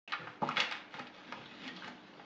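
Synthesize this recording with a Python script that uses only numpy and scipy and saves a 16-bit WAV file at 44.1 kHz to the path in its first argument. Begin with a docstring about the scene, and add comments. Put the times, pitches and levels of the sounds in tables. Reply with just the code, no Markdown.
"""In a small kitchen with hard walls, a dog paws at a wooden drawer.
Its paw thumps the hollow cabinet, and its claws knock, tick and scratch on the drawer front.
The drawer then rolls open, rumbling and rasping on its runners, while the dog steps back softly.
The room rings after each knock, and an appliance hums faintly."""
import sys
import numpy as np
from scipy import signal
from scipy.io import wavfile
from scipy.ndimage import uniform_filter1d

SR = 44100
rng = np.random.default_rng(int(sys.argv[2]) if len(sys.argv) > 2 else 0)


def wav_record(signal):
    """Record a signal, one row per channel, as 16-bit PCM in the file named by sys.argv[1]."""
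    frames = np.transpose(np.atleast_2d(signal))
    bounded = np.clip(frames, -1, 1)
    # unit amplitude maps onto the largest positive 16-bit level
    quanta = np.round(bounded * 32767).astype(np.int16)
    wavfile.write(sys.argv[1], SR, quanta)


N = 99225
T = np.arange(N) / SR
HZ = np.fft.rfftfreq(8192, 1 / SR)


def amp(db):
    """Turns decibels into a number to multiply by."""
    return 10 ** (np.asarray(db) / 20)


def rms(x):
    """The average strength of a signal (root mean square)."""
    return np.sqrt(np.mean(x ** 2) + 1e-20)


def unit_rms(x):
    """Scales to an average strength of one."""
    return x / rms(x)


def unit_energy(x):
    """Scales to a total energy of one."""
    return x / np.sqrt(np.sum(x ** 2) + 1e-20)


def hit(x, db):
    """Gives a hit the energy of 10 ms of sound at this level."""
    return unit_energy(x) * amp(db) * np.sqrt(SR / 100)


def curve(points, hz=HZ):
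    """Joins the dots of a table along a pitch axis."""
    point_hz, value = np.transpose(points)
    return np.interp(np.log(hz + 1), np.log(point_hz), value)


def hump_db(hz, octaves, floor_db):
    """A tone curve that peaks at one pitch and falls to a floor on both sides."""
    bell = np.exp(-.5 * (np.log2((HZ + 1) / hz) / octaves) ** 2)
    return 20 * np.log10(bell + amp(floor_db))


def colour(x, db):
    """Turns each frequency in HZ up or down, with no ringing ahead of a hit."""
    log_gain = np.log(amp(np.r_[db, db[-2:0:-1]]))
    taps = np.fft.ifft(np.exp(np.conj(signal.hilbert(log_gain)))).real[:len(HZ)]
    return signal.fftconvolve(x, taps)[:len(x)]


def add(mix, start, sound):
    """Mixes a sound in at a time in seconds."""
    part = mix[round(start * SR):][:len(sound)]
    part += sound[:len(part)]


def fade(t, fade_s):
    """Dies away by 60 dB in the fade time."""
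    return np.exp(-np.log(1000) * t / fade_s)


def friction(slips_per_s=1200, spread_db=2.5):
    """Rubbing is a random stream of tiny slips of uneven size."""
    size = amp(spread_db * np.minimum(rng.exponential(1, N), 3))
    return unit_rms(size * rng.choice([-1, 1], N) * (rng.random(N) < slips_per_s / SR))


def patchy(x, depth_db):
    """Narrow bands of pitch swell and fade on their own as the rubbing spot moves."""
    bands = signal.stft(x, nperseg=1024, noverlap=768)[2]
    swells = uniform_filter1d(rng.standard_normal(bands.shape), size=7, axis=0)
    swells = unit_rms(uniform_filter1d(swells, size=8, axis=1))
    return signal.istft(bands * amp(depth_db * swells), nperseg=1024, noverlap=768)[1][:len(x)]


# the appliance's tones: (frequency [Hz], level [dB])
HUM_TONES = [(195, -73), (300, -65)]
# the tone of the room's steady noise: (frequency [Hz], gain [dB])
AIR_TONE = [(25, -16), (60, -12.5), (110, -3.5), (250, 3), (850, 0.5), (1500, -6), (3000, -14.5),
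            (6500, -27.5), (8600, -53)]


def background():
    """An appliance hums faintly over the steady noise of the room."""
    hum = sum(amp(db) * np.sqrt(2) * np.sin(2 * np.pi * (hz * T + rng.random())) for hz, db in HUM_TONES)
    air = unit_rms(colour(rng.standard_normal(N), curve(AIR_TONE)))
    return hum + amp(-59) * air


# how long the room rings: (frequency [Hz], fade time [s])
ROOM_FADES = [(120, 0.66), (500, 0.52), (1400, 0.59), (3500, 0.51), (8000, 0.38)]


def room(x, build_s=0.016, echoes_per_s=600):
    """Quick echoes bounce off floor and cupboards, then blur into a smooth tail."""
    t = T[:SR]
    hz, times, bands = signal.stft(rng.standard_normal(SR), SR, nperseg=256)
    bands = bands * fade(times, curve(ROOM_FADES, hz)[:, None])
    tail = signal.istft(bands, SR, nperseg=256)[1][:SR]
    tail = unit_energy(tail * np.minimum(t / build_s, 1))
    echoes = rng.choice([-1, 1], SR) * (rng.random(SR) < echoes_per_s / SR)
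    echoes = unit_energy(echoes * (t > .002) * fade(t, 0.082))
    return signal.fftconvolve(x, amp(-4.5) * echoes + amp(-5.5) * tail)[:N]


# paws on the floor: (time [s], length [s], level [dB])
PAW_STEPS = [(0.188, 0.11, -53.5), (1.367, 0.059, -50.5), (1.832, 0.11, -63.5)]
# the dull tone of a paw pad: (frequency [Hz], gain [dB])
PAD_TONE = [(45, -12.5), (148, 12), (240, 3.5), (500, 8), (850, -6.5), (6000, -50.5)]


def steps():
    """Padded feet land with a dull puff."""
    out = np.zeros(N)
    for start, length, db in PAW_STEPS:
        age = np.maximum(T - start, 0) / length * 4  # loudest at age 1
        puff = unit_rms(colour(rng.standard_normal(N), curve(PAD_TONE)))
        out += amp(db) * age * np.exp(1 - age) * puff
    return out


# the drawer on its runners: (time [s], rumble level [dB], rasp level [dB])
DRAWER_SLIDE = [(1.121, -88, -71), (1.148, -75.5, -58), (1.24, -69.5, -58.5), (1.29, -55, -57.5),
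                (1.36, -63, -57), (1.498, -58.5, -59), (1.611, -57, -55), (1.674, -49, -49),
                (1.732, -53.5, -62.5), (1.769, -53, -53), (1.81, -61.5, -57.5), (1.888, -54, -59),
                (1.96, -66, -64), (2.25, -62, -63.5)]
# the tones of the shaking box and the rubbing runners: (frequency [Hz], gain [dB])
RUMBLE_TONE = [(40, -50), (130, -19), (205, -5.5), (241, 6), (290, -6.5), (360, -6), (445, -17),
               (2000, -57)]
RASP_TONE = [(50, -23), (600, 0.5), (1350, 1.5), (3400, 0.9), (4600, -7.5), (7000, -22), (8600, -65.5)]


def drawer(pitch_sag=0.12):
    """The runners rasp and shake the drawer; a faster pull rumbles louder and a little higher."""
    times, rumble_db, rasp_db = np.transpose(DRAWER_SLIDE)
    moving = T >= times[0]
    pull = moving * amp(np.interp(T, times, rumble_db))
    slowed_time = np.cumsum(1 - pitch_sag * (1 - pull / pull.max())) / SR
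    shaking = unit_rms(colour(friction(), curve(RUMBLE_TONE)))
    rumble = pull * np.interp(slowed_time, T, shaking)
    rubbing = unit_rms(patchy(colour(friction(), curve(RASP_TONE)), depth_db=2.7))
    rasp = moving * amp(np.interp(T, times, rasp_db)) * rubbing
    return rumble + rasp


# claws dragging: (time [s], length [s], level [dB])
CLAW_STROKES = [(0.064, 0.056, -52), (0.152, 0.23, -60.5), (0.409, 0.16, -51), (0.554, 0.094, -38),
                (0.635, 0.028, -47.5), (0.718, 0.069, -49), (0.902, 0.17, -53.5), (1.628, 0.056, -53),
                (1.823, 0.064, -53)]
# the tone of scratched wood: (frequency [Hz], gain [dB])
SCRATCH_TONE = [(40, -43), (500, -0.5), (1000, -0.5), (2000, 3), (3500, -3), (5000, -13), (7000, -25),
                (8600, -40)]


def scratches():
    """Claws drag over the wood in strokes that swell and fade."""
    out, tone_db = np.zeros(N), curve(SCRATCH_TONE)
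    for start, length, db in CLAW_STROKES:
        progress = np.clip((T - start) / length, 0, 1)
        out += amp(db) * np.sqrt(abs(np.sin(np.pi * progress))) * friction()
    return colour(out, tone_db) / rms(amp(tone_db))


# a claw tip or drawer edge snapping on wood: (time [s], level [dB])
SHARP_TICKS = [(0.489, -49), (0.602, -34), (0.7123, -46.5), (0.724, -47.5), (0.993, -52), (1.3233, -54.5),
               (1.678, -51.5)]


def ticks():
    """Hard tips and edges make short, bright snaps."""
    out, t = np.zeros(N), T[:SR // 20]
    tone_db = hump_db(hz=3600, octaves=0.45, floor_db=-49.5)
    for start, db in SHARP_TICKS:
        snap = rng.standard_normal(len(t)) * fade(t, 0.022)
        add(out, start, hit(colour(snap, tone_db), db))
    return out


# the paw bumping the cabinet: (time [s], level [dB], muffled above [Hz])
PAW_THUMPS = [(0.4174, -32.5, 900), (0.4311, -33, 610), (0.478, -43.5, 260), (0.577, -42.5, 1500),
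              (0.943, -51, 400), (0.995, -43.5, 600)]
# the notes of the hollow cabinet: (frequency [Hz], level [dB], fade time [s])
CABINET_NOTES = [(146, -4, 0.32), (215, 2.5, 0.17), (244.7, 2, 0.19), (311, 1.5, 0.098),
                 (351.3, -7.5, 0.15), (450.3, -6, 0.3), (572.5, -1, 0.11)]
# the tone of the thud: (frequency [Hz], gain [dB])
THUD_TONE = [(45, -28), (170, 14.5), (400, 1), (1100, -6.5), (8600, -73)]


def thumps():
    """The paw's weight makes the cabinet thud and boom; the soft pad keeps the high notes quiet."""
    out, t = np.zeros(N), T[:SR // 2]
    boom = unit_energy(sum((-1) ** k * amp(db) * fade(t, fade_s) * np.sin(2 * np.pi * hz * t)
                           for k, (hz, db, fade_s) in enumerate(CABINET_NOTES)))
    for start, db, top_hz in PAW_THUMPS:
        burst = rng.standard_normal(len(t)) * fade(t, 0.087)
        thud = amp(-6.5) * unit_energy(colour(burst, curve(THUD_TONE)))
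        softness_db = -10 * np.log10(1 + (HZ / top_hz) ** 4)
        add(out, start, hit(colour(boom + thud, softness_db), db))
    return out


# the notes of the drawer front: (frequency [Hz], level [dB])
FRONT_NOTES = [(740, 4.5), (845, 5.5), (965, 4.5), (1020, -6), (1118, -5), (1195, 1), (1420, 8),
               (1595, -9.5), (1745, -0.5), (2071, -1.5), (2170, 5), (2288, 0.5), (3280, -1)]


def front_ring(t, pitch_spread=0.02):
    """The drawer front rings briefly, a little differently wherever it is struck."""
    ring = np.zeros(len(t))
    for hz, db in FRONT_NOTES:
        shifted_hz = hz * (1 + pitch_spread * rng.standard_normal())
        ring += amp(db) * np.sin(2 * np.pi * (shifted_hz * t + rng.random()))
    return unit_energy(ring * fade(t, 0.07))


# claws and drawer knocking on wood: (time [s], level [dB], tone centre [Hz], tone width [octaves])
WOOD_KNOCKS = [(0.077, -49, 2650, 0.1), (0.1211, -37.5, 2300, 0.96), (0.1267, -36.5, 1500, 0.29),
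               (0.135, -35, 1900, 0.76), (0.272, -42.5, 1380, 0.7), (0.4205, -33, 818, 0.4),
               (0.4307, -35, 974, 0.34), (0.488, -32, 1166, 0.27), (0.51, -43, 2330, 0.29),
               (0.569, -30.5, 2300, 0.69), (0.573, -35, 1572, 0.15), (0.5772, -32, 1636, 1.3),
               (0.6015, -30.5, 2990, 0.96), (0.615, -36, 2100, 0.55), (0.7115, -41, 1420, 0.96),
               (0.722, -38, 2640, 0.64), (0.941, -44, 1300, 1.4), (0.984, -47.5, 812, 0.15),
               (0.995, -43, 1650, 0.44), (1.069, -51, 2970, 0.79), (1.3235, -40, 980, 1.07),
               (1.458, -53, 3500, 0.2), (1.678, -47, 3200, 0.7), (1.686, -46, 1910, 0.057),
               (1.763, -52.5, 4100, 0.31), (1.822, -46, 1260, 0.26), (1.844, -48, 2460, 1.1),
               (1.879, -45.5, 1290, 2.6), (2.196, -52, 1420, 0.88)]
# the tone of struck wood: (frequency [Hz], gain [dB])
WOOD_TONE = [(40, -29.5), (300, -11.5), (750, 9.5), (3400, 1.5), (5000, -6), (7000, -15), (8600, -41)]


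def knocks():
    """Each hard knock is a click, a short crack and the ring of the drawer front."""
    out, t = np.zeros(N), T[:SR // 3]
    click, wood_db = t == 0, curve(WOOD_TONE)
    for start, db, hz, octaves in WOOD_KNOCKS:
        crack = amp(8.5) * unit_energy(rng.standard_normal(len(t)) * fade(t, 0.045))
        wood = colour(click + crack, wood_db) / rms(amp(wood_db))
        knock = wood + amp(2.5) * front_ring(t)
        add(out, start, hit(colour(knock, hump_db(hz, octaves, floor_db=-27)), db))
    return out


def scene():
    """Dog and drawer in the kitchen; the thumps and ticks get less echo than the rest."""
    echoey = knocks() + scratches() + steps() + drawer()
    near = thumps() + ticks()
    return (echoey + near + room(echoey + amp(-4) * near) + background())[None]


def record(dry, silence_s=0.0765, roll_off_hz=8000, edge_hz=8850):
    """After a moment of silence the sound starts; the microphone loses the highest treble."""
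    roll_off = signal.butter(8, roll_off_hz, fs=SR, output="sos")
    heard = signal.sosfilt(roll_off, dry * (T >= silence_s))
    steep_cut = signal.firwin(301, edge_hz, window=("kaiser", 8), fs=SR)
    return signal.oaconvolve(heard, steep_cut[None], "same")


dry = scene()
out = record(dry)
wav_record(out)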